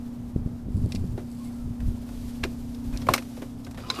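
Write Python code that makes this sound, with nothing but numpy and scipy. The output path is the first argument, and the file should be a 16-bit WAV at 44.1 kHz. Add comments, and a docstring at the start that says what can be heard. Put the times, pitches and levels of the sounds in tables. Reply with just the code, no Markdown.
"""On the deck of a moored sailboat. Gusts buffet the microphone over the wash of harbour water, the hum
of a distant machine and faint far-off squeals. A sleeve brushes past, the hand-held camera clicks and
rubs, a small metal ring taps, and deck and hull take soft bumps. Something knocks on the hollow cabin;
then a hard fitting scrapes, clacks and squeaks as it starts to slide. Struck parts ring in damped modes;
wind, water and rubbing are shaped noise."""
import sys
import numpy as np
from scipy.fft import rfft, irfft, next_fast_len
from scipy.io import wavfile
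from scipy.ndimage import map_coordinates

SR = 44100
rng = np.random.default_rng(int(sys.argv[2]) if len(sys.argv) > 2 else 0)


def int16_out(signal):
    """Quantize to a 16-bit WAV file."""
    q = np.round(np.clip(np.atleast_2d(signal).T, -1, 1) * 32767)
    wavfile.write(sys.argv[1], SR, q.astype(np.int16))


N = 176400
TIME_S = np.arange(N) / SR

# Wind spectra. Each row: frequency in Hz, level in dB.
RUMBLE_SPECTRUM = [(15, -4), (30, -7.5), (60, -3), (90, 0.5), (125, -2.5), (160, -6.5), (220, -9.5),
                   (350, -21), (700, -44), (2000, -84)]
DEEP_SPECTRUM = [(15, -3.5), (32, -3), (60, 0.5), (90, -7), (160, -17), (400, -57)]
FLOOR_SPECTRUM = [(50, -49), (120, -4), (200, -2), (330, -2), (500, -9.5), (900, -25), (2500, -42)]
# Gust rumble and its deepest layer. Each row: time in seconds, level in dB.
RUMBLE_DB = [(0, -49), (.3, -43.5), (.42, -30), (.52, -38), (.62, -43.5), (.69, -28), (.92, -28.5),
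             (1.13, -29.5), (1.17, -40), (1.62, -46), (1.67, -34), (1.81, -45.5), (1.86, -33.5),
             (1.91, -28.5), (1.98, -42.5), (2.36, -50), (2.5, -39), (2.76, -44.5), (2.96, -35.5),
             (3.04, -39), (3.12, -26.5), (3.19, -50), (3.38, -44.5), (3.47, -38), (4, -46)]
DEEP_DB = [(0, -42), (1.4, -63.5), (1.65, -32.5), (1.76, -43.5), (1.88, -24), (2.0, -46.5), (2.14, -39.5),
           (2.27, -35), (2.36, -43), (2.44, -27), (2.52, -42), (2.8, -42), (2.94, -30), (3.05, -45),
           (4, -69)]
# Single eddies. Each row: centre in seconds, level in dB, half width in seconds.
EDDIES = [(0.363, -10.5, 0.0014), (0.4631, -16, 0.0019), (.475, -25.5, 0.0011), (0.686, -20.5, 0.0013),
          (0.706, -21.5, 0.0019), (0.862, -19, 0.0012), (.948, -22.5, 0.00093), (1.0421, -24, 0.001),
          (1.11, -25.5, 0.005), (1.832, -20.5, 0.0021), (1.889, -19.5, 0.0035)]
# Machine's main and high tones. 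Each row: time in seconds, level in dB.
HUM_MAIN_DB = [(0, -37.5), (.7, -40.5), (1.2, -38.5), (1.55, -35), (1.85, -36), (2.1, -38.5), (2.5, -35.5),
               (2.65, -38.5), (3, -34), (3.2, -39.5), (3.5, -41), (4, -47.5)]
HUM_HIGH_DB = [(0, -50), (1.5, -50.5), (1.9, -47), (2.6, -48), (2.95, -39), (3.3, -46), (3.65, -44.5),
               (4, -58)]
# Water wash, hiss and sleeve swish. Each row: frequency in Hz, level in dB.
WASH_SPECTRUM = [(100, 1.5), (200, 5), (350, -1), (550, -5), (800, -8), (1200, -14.5), (2000, -23.5),
                 (4000, -36.5), (14000, -40)]
HISS_SPECTRUM = [(500, 4), (1500, -3), (3000, -0.5), (4800, -0.5), (7000, -2.5), (10000, -4), (14000, -4.5)]
SWISH_SPECTRUM = [(2500, -20), (4700, 2.5), (6000, -15), (8000, 3), (9400, -8), (10500, 3), (11600, -13)]
# Hiss and swish envelopes. Each row: time in seconds, level in dB.
HISS_DB = [(0, -60.5), (.65, -64.5), (.95, -56), (1.15, -60.5), (1.42, -56), (1.7, -60.5), (1.88, -58),
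           (2.28, -52), (2.45, -55), (2.8, -56), (3.1, -51.5), (3.38, -52.5), (3.52, -58.5), (3.72, -59.5),
           (3.95, -57), (4, -44)]
SWISH_DB = [(.65, -93), (.8, -61), (1.05, -63.5), (1.15, -69.5), (1.42, -60), (1.6, -62), (1.7, -85),
            (2.2, -85)]
# Camera clicks. Each row: start in seconds, four band levels in dB ahead of the casing, t60 in seconds.
CAMERA_CLICKS = [(0.9206, -63, -46, -36, -42, 0.026), (0.949, -66.5, -56, -41.5, -43, 0.054),
                 (2.433, -50, -35, -61, -60, 0.02), (2.4373, -29, -26, -29, -35, 0.034),
                 (2.747, -73, -54, -44.5, -58, 0.021), (2.9626, -48, -42, -56, -62, 0.014),
                 (2.9732, -46, -62, -34.5, -39, 0.017), (3.017, -46, -49, -46, -51, 0.068),
                 (3.0871, -21, -26, -51, -33.5, 0.052), (3.1371, -40.5, -19, -19, -17.5, 0.0214),
                 (3.1391, -23, -23, -32, -26.5, 0.0328), (3.1499, -30, -37, -36, -28, 0.012),
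                 (3.161, -31.5, -49, -55, -34.5, 0.026), (3.179, -36, -30, -37, -36, 0.035),
                 (3.6467, -69.5, -72, -44.5, -47, 0.031), (3.710, -53, -53, -51, -45, 0.051),
                 (3.8997, -36.5, -34, -33.5, -40, 0.073), (3.949, -46, -49.5, -38, -43, 0.042)]
# Edges of those four bands in Hz, low to high.
CLICK_BANDS_HZ = [300, 1000, 3000, 6000, 14500]
# Casing response. Each row: frequency in Hz, gain in dB.
CASING_RESPONSE = [(700, -1), (1400, 1), (1900, 1), (2550, 3.5), (3050, -5.5), (4100, 2.5), (4650, -1),
                   (5200, 3), (6200, -4.5), (8000, -3.5), (13000, -5)]
# Deck bumps. Each row: start in seconds, body level in dB, rasp level in dB, body t60 in seconds.
DECK_BUMPS = [(1.176, -41.5, -46.5, 0.24), (1.803, -44, -45, 0.1), (2.089, -41.5, -46.5, 0.094),
              (2.45, -29, -43, 0.085), (2.926, -47.5, -49, 0.88), (3.068, -28, -35.5, 0.061),
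              (3.1, -26.5, -34, 0.27), (3.222, -59, -37, 0.048), (3.369, -33.5, -45.5, 0.097),
              (3.419, -32, -38.5, 0.11), (3.665, -36, -43, 0.11), (3.745, -50.5, -42.5, 0.078),
              (3.774, -37.5, -41, 0.26)]
# Bump spectra. Each row: frequency in Hz, level in dB.
BODY_SPECTRUM = [(120, -14), (250, -2.5), (355, 4.5), (430, -8), (520, 0), (750, -7.5), (1100, -26),
                 (3000, -39)]
RASP_SPECTRUM = [(400, -13), (800, -2.5), (1400, -1.5), (2500, -8), (4000, -12.5), (7000, -19),
                 (14000, -24)]
# Modes of the struck parts. Each row: frequency in Hz, level in dB, t60 in seconds.
SHACKLE_MODES = [(2090, -13.5, 0.059), (2430, -5.5, 0.032), (2670, -2, 0.016), (3800, -6.5, 0.016),
                 (4600, 1.5, 0.016), (5100, 0, 0.0074), (5360, -5, 0.035), (7740, -10, 0.018)]
HULL_MODES = [(350.5, -10.5, 0.16), (379.5, 2, 0.0604), (480, -5, 0.04), (596, -12, 0.047),
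              (840, -13, 0.038)]
CABIN_MODES = [(194, -9, 0.063), (357, -18, 0.06), (505, -11, 0.086), (615, -6, 0.026), (725, -9.5, 0.031),
               (937, -3, 0.026), (1058, 0, 0.022), (1147, 1.5, 0.024)]
FITTING_MODES = [(1044, -12.5, 0.12), (1504, -4.5, 0.031), (2210, -10, 0.024), (3868, 3, 0.024),
                 (4020, 3, 0.02), (5265, -1.5, 0.025), (6340, -10.5, 0.022), (7500, -14.5, 0.028),
                 (11100, -22, 0.016)]
# Strikes on those parts. Each row: start in seconds, level in dB.
SHACKLE_HITS = [(.9217, -33), (.9502, -40.5), (.9592, -36.5)]
HULL_HITS = [(1.178, -25), (2.4495, -27), (3.425, -34)]
CABIN_HITS = [(3.0882, -8), (3.0911, -11)]
FITTING_HITS = [(3.901, -18.5), (3.9045, -26.5)]
# Gliding tones. Each row: start and length in seconds, start and end pitch in Hz, level in dB.
FAR_SQUEALS = [(1.381, 0.078, 1070, 1090, -53.5), (1.45, 0.0495, 2110, 2173, -59),
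               (1.522, 0.14, 1390, 1290, -60.5)]
FRICTION_SQUEAKS = [(2.934, 0.016, 2400, 2560, -47), (3.014, 0.014, 3300, 3380, -48),
                    (3.067, 0.0071, 2200, 2350, -38), (3.845, 0.07, 1010, 1030, -46.5),
                    (3.935, 0.085, 1090, 1160, -41.5), (3.945, 0.065, 2860, 2780, -47),
                    (3.97, 0.045, 2600, 2530, -46), (3.963, 0.05, 4740, 4580, -47)]
# First contact of hard clicks. Each row: centre in seconds, level in dB, half width in seconds.
CONTACT_SNAPS = [(2.4389, -19, 0.00012), (2.9738, -27.5, 0.000045), (3.1379, -6.5, 0.000026)]
# Scrape envelope. Each row: time in seconds, level in dB.
SCRAPE_DB = [(3.72, -70), (3.8, -53), (3.88, -44.5), (3.93, -40), (4, -36.5)]
# Scrape resonances. Each row: frequency in Hz, bandwidth in Hz, relative level in dB.
SCRAPE_RESONANCES = [(345, 85, 3.5), (450, 81, 0), (716, 72, -3.5), (1077, 110, -5), (1240, 92, -1.5),
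                     (1400, 170, -7.5), (2470, 173, -7), (2890, 160, -13), (3723, 380, -8), (4810, 360, -9),
                     (6850, 2400, -21)]


def amp(db):
    """Decibels to gain."""
    return 10 ** (np.asarray(db) / 20)


def unit(x):
    """Scale to rms 1."""
    return x / np.sqrt(np.mean(x ** 2) + 1e-20)


def curve(rows):
    """(s, value) points as one value per sample."""
    return np.interp(TIME_S, *np.transpose(rows))


def wobble(rate_hz):
    """Smooth random curve, rate_hz knots a second."""
    knots = rng.standard_normal(int(N * rate_hz / SR) + 4)
    return map_coordinates(knots, [TIME_S * rate_hz])


def filtered(x, response):
    """Apply a frequency response."""
    size = next_fast_len(N + SR // 2)
    return irfft(rfft(x, size) * response(np.fft.rfftfreq(size, 1 / SR)), size)[:N]


def noise(spectrum):
    """Noise of rms 1 with a (Hz, dB) spectrum."""
    hz, db = np.transpose(spectrum)
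    white = rng.standard_normal(N)
    return unit(filtered(white, lambda f: amp(np.interp(np.log(f + 1), np.log(hz), db))))


def burst(start_s, t60_s, attack_s):
    """Fast rise, exponential decay."""
    age_s = np.maximum(TIME_S - start_s, 0)
    return (1 - np.exp(-age_s / attack_s)) * amp(-60 * np.minimum(age_s / t60_s, 10))


def ring(hits, modes, attack_s, scatter_db):
    """Damped modes, rung anew by every hit."""
    out, t = np.zeros(N + SR), np.arange(SR // 4) / SR
    for start_s, hit_db in hits:
        tone = sum(amp(db + scatter_db * rng.normal() - 60 * t / t60_s) * np.sin(2 * np.pi * hz * t)
                   for hz, db, t60_s in modes)
        out[round(start_s * SR):][:len(t)] += amp(hit_db) * tone * (1 - np.exp(-t / attack_s))
    return out[:N]


def glides(rows, waver_hz, rate_hz):
    """Short tones that swell, glide and waver."""
    out = np.zeros(N)
    for start_s, length_s, start_hz, end_hz, db in rows:
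        progress = np.clip((TIME_S - start_s) / length_s, 0, 1)
        hz = start_hz + (end_hz - start_hz) * progress + waver_hz * wobble(rate_hz)
        out += amp(db) * np.sin(np.pi * progress) * np.sin(2 * np.pi * np.cumsum(hz) / SR)
    return out


def wind():
    """Gusts rumble over a deeper layer; single eddies thump the microphone."""
    rumble = amp(curve(RUMBLE_DB)) * unit(noise(RUMBLE_SPECTRUM) * amp(2.54 * wobble(25.093)))
    floor = amp(-80) * unit(noise(FLOOR_SPECTRUM) * amp(5.2 * wobble(69.13)))  # inaudible
    thumps = np.zeros(N)
    for centre_s, db, width_s in EDDIES:
        lead = (centre_s - TIME_S) / width_s
        thumps += amp(db) * 2 * lead / (1 + lead ** 2) ** 1.68
    deep = amp(curve(DEEP_DB)) * noise(DEEP_SPECTRUM)
    return deep + rumble + floor + thumps


def machine(main_hz=238.8, high_hz=269.2, low_hz=209.5):
    """Four slightly unsteady tones from across the harbour."""
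    tones = [(main_hz, curve(HUM_MAIN_DB)), (high_hz, curve(HUM_HIGH_DB)),
             (low_hz, -54), (main_hz / 2, -49.5)]
    out = np.zeros(N)
    for hz, rms_db in tones:
        peak = np.sqrt(2) * amp(rms_db + .6 * wobble(6))
        out += peak * np.sin(2 * np.pi * np.cumsum(hz + .25 * wobble(5)) / SR)
    return out


def water(wash_db=-48):
    """Steady wash of harbour water under a drifting hiss."""
    wash = amp(wash_db + 0.82 * wobble(8.45)) * noise(WASH_SPECTRUM)
    hiss = amp(curve(HISS_DB) + 1.5 * wobble(40)) * noise(HISS_SPECTRUM)
    return wash + hiss


def sleeve():
    """Cloth brushes past, finely grained."""
    swish = noise(SWISH_SPECTRUM)
    grain_db = 3.5 * wobble(39.87) + 5.5 * wobble(300)
    return amp(curve(SWISH_DB)) * unit(swish * amp(grain_db))


def camera_clicks(crack_t60_s=0.0055, tail_t60_s=0.11, tail_db=-16.5):
    """Dry handling clicks: noise bursts with a crack and a short tail, coloured by the casing."""
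    envelopes = [burst(start_s, t60_s, attack_s=0.000655)
                 + burst(start_s, crack_t60_s, attack_s=0.00061)
                 + amp(tail_db) * burst(start_s, tail_t60_s, attack_s=0.0026)
                 for start_s, *_, t60_s in CAMERA_CLICKS]
    out = np.zeros(N)
    for column, (low_hz, high_hz) in enumerate(zip(CLICK_BANDS_HZ, CLICK_BANDS_HZ[1:]), start=1):
        band = noise([(low_hz / 2, -40), (low_hz, 0), (high_hz, -3), (high_hz * 4.5, -40)])
        out += band * sum(amp(row[column]) * envelope for row, envelope in zip(CAMERA_CLICKS, envelopes))
    return filtered(out, lambda hz: amp(np.interp(hz, *np.transpose(CASING_RESPONSE))))


def shackle_taps():
    """A small metal ring taps three times."""
    return ring(SHACKLE_HITS, SHACKLE_MODES, attack_s=0.0001, scatter_db=3.0)


def deck_bumps():
    """Soft bumps on the deck: a dull body, and a rasp that rises and dies sooner."""
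    body = noise(BODY_SPECTRUM)
    rasp = unit(noise(RASP_SPECTRUM) * amp(wobble(400)))
    out = np.zeros(N)
    for start_s, body_db, rasp_db, t60_s in DECK_BUMPS:
        out += amp(body_db) * burst(start_s, t60_s, attack_s=0.0023) * body
        out += amp(rasp_db) * burst(start_s, 0.68 * t60_s, attack_s=0.00071) * rasp
    return out


def hull_thuds():
    """The hull thuds in its low modes."""
    return ring(HULL_HITS, HULL_MODES, attack_s=0.0014, scatter_db=0.7)


def squeals():
    """Thin wavering tones from far across the water."""
    return glides(FAR_SQUEALS, waver_hz=16, rate_hz=140)


def snaps():
    """One sharp push and pull where hard parts first meet."""
    out = np.zeros(N)
    for centre_s, db, width_s in CONTACT_SNAPS:
        lead = (centre_s - TIME_S) / width_s
        out += amp(db) * 2 * lead * np.exp(-lead ** 2)
    return out


def friction():
    """Brief creaks before the knock, then squeaks of the sliding fitting."""
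    return glides(FRICTION_SQUEAKS, waver_hz=30.2, rate_hz=340)


def cabin_knock():
    """Two close contacts ring the hollow cabin as one knock."""
    return ring(CABIN_HITS, CABIN_MODES, attack_s=0.0011, scatter_db=2.8)


def fitting_scrape():
    """Gritty sliding drives the fitting's resonances; each flares on its own."""
    grit = amp(2.4 * wobble(500))
    scrape = np.zeros(N)
    for hz, width_hz, db in SCRAPE_RESONANCES:
        drive = rng.standard_normal(N) * grit
        resonance = filtered(drive, lambda f: 1j * f * width_hz / (hz * hz - f * f + 1j * f * width_hz))
        scrape += resonance * amp(db + 4.9 * wobble(35))
    return amp(curve(SCRAPE_DB)) * unit(scrape)


def fitting_clack():
    """Two close contacts ring the hard fitting as one clack."""
    return ring(FITTING_HITS, FITTING_MODES, attack_s=0.00078, scatter_db=2.5)


def scene():
    """All sources at one microphone."""
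    mix = wind() + machine() + water() + sleeve() + camera_clicks() + shackle_taps() + deck_bumps()
    mix += hull_thuds() + squeals() + snaps() + friction() + cabin_knock()
    mix += fitting_scrape() + fitting_clack()
    return mix[None]


def record(dry):
    """The camera passes nothing above its band limit."""
    return filtered(dry[0], lambda hz: hz < 14150)[None]


dry = scene()
out = record(dry)
int16_out(out)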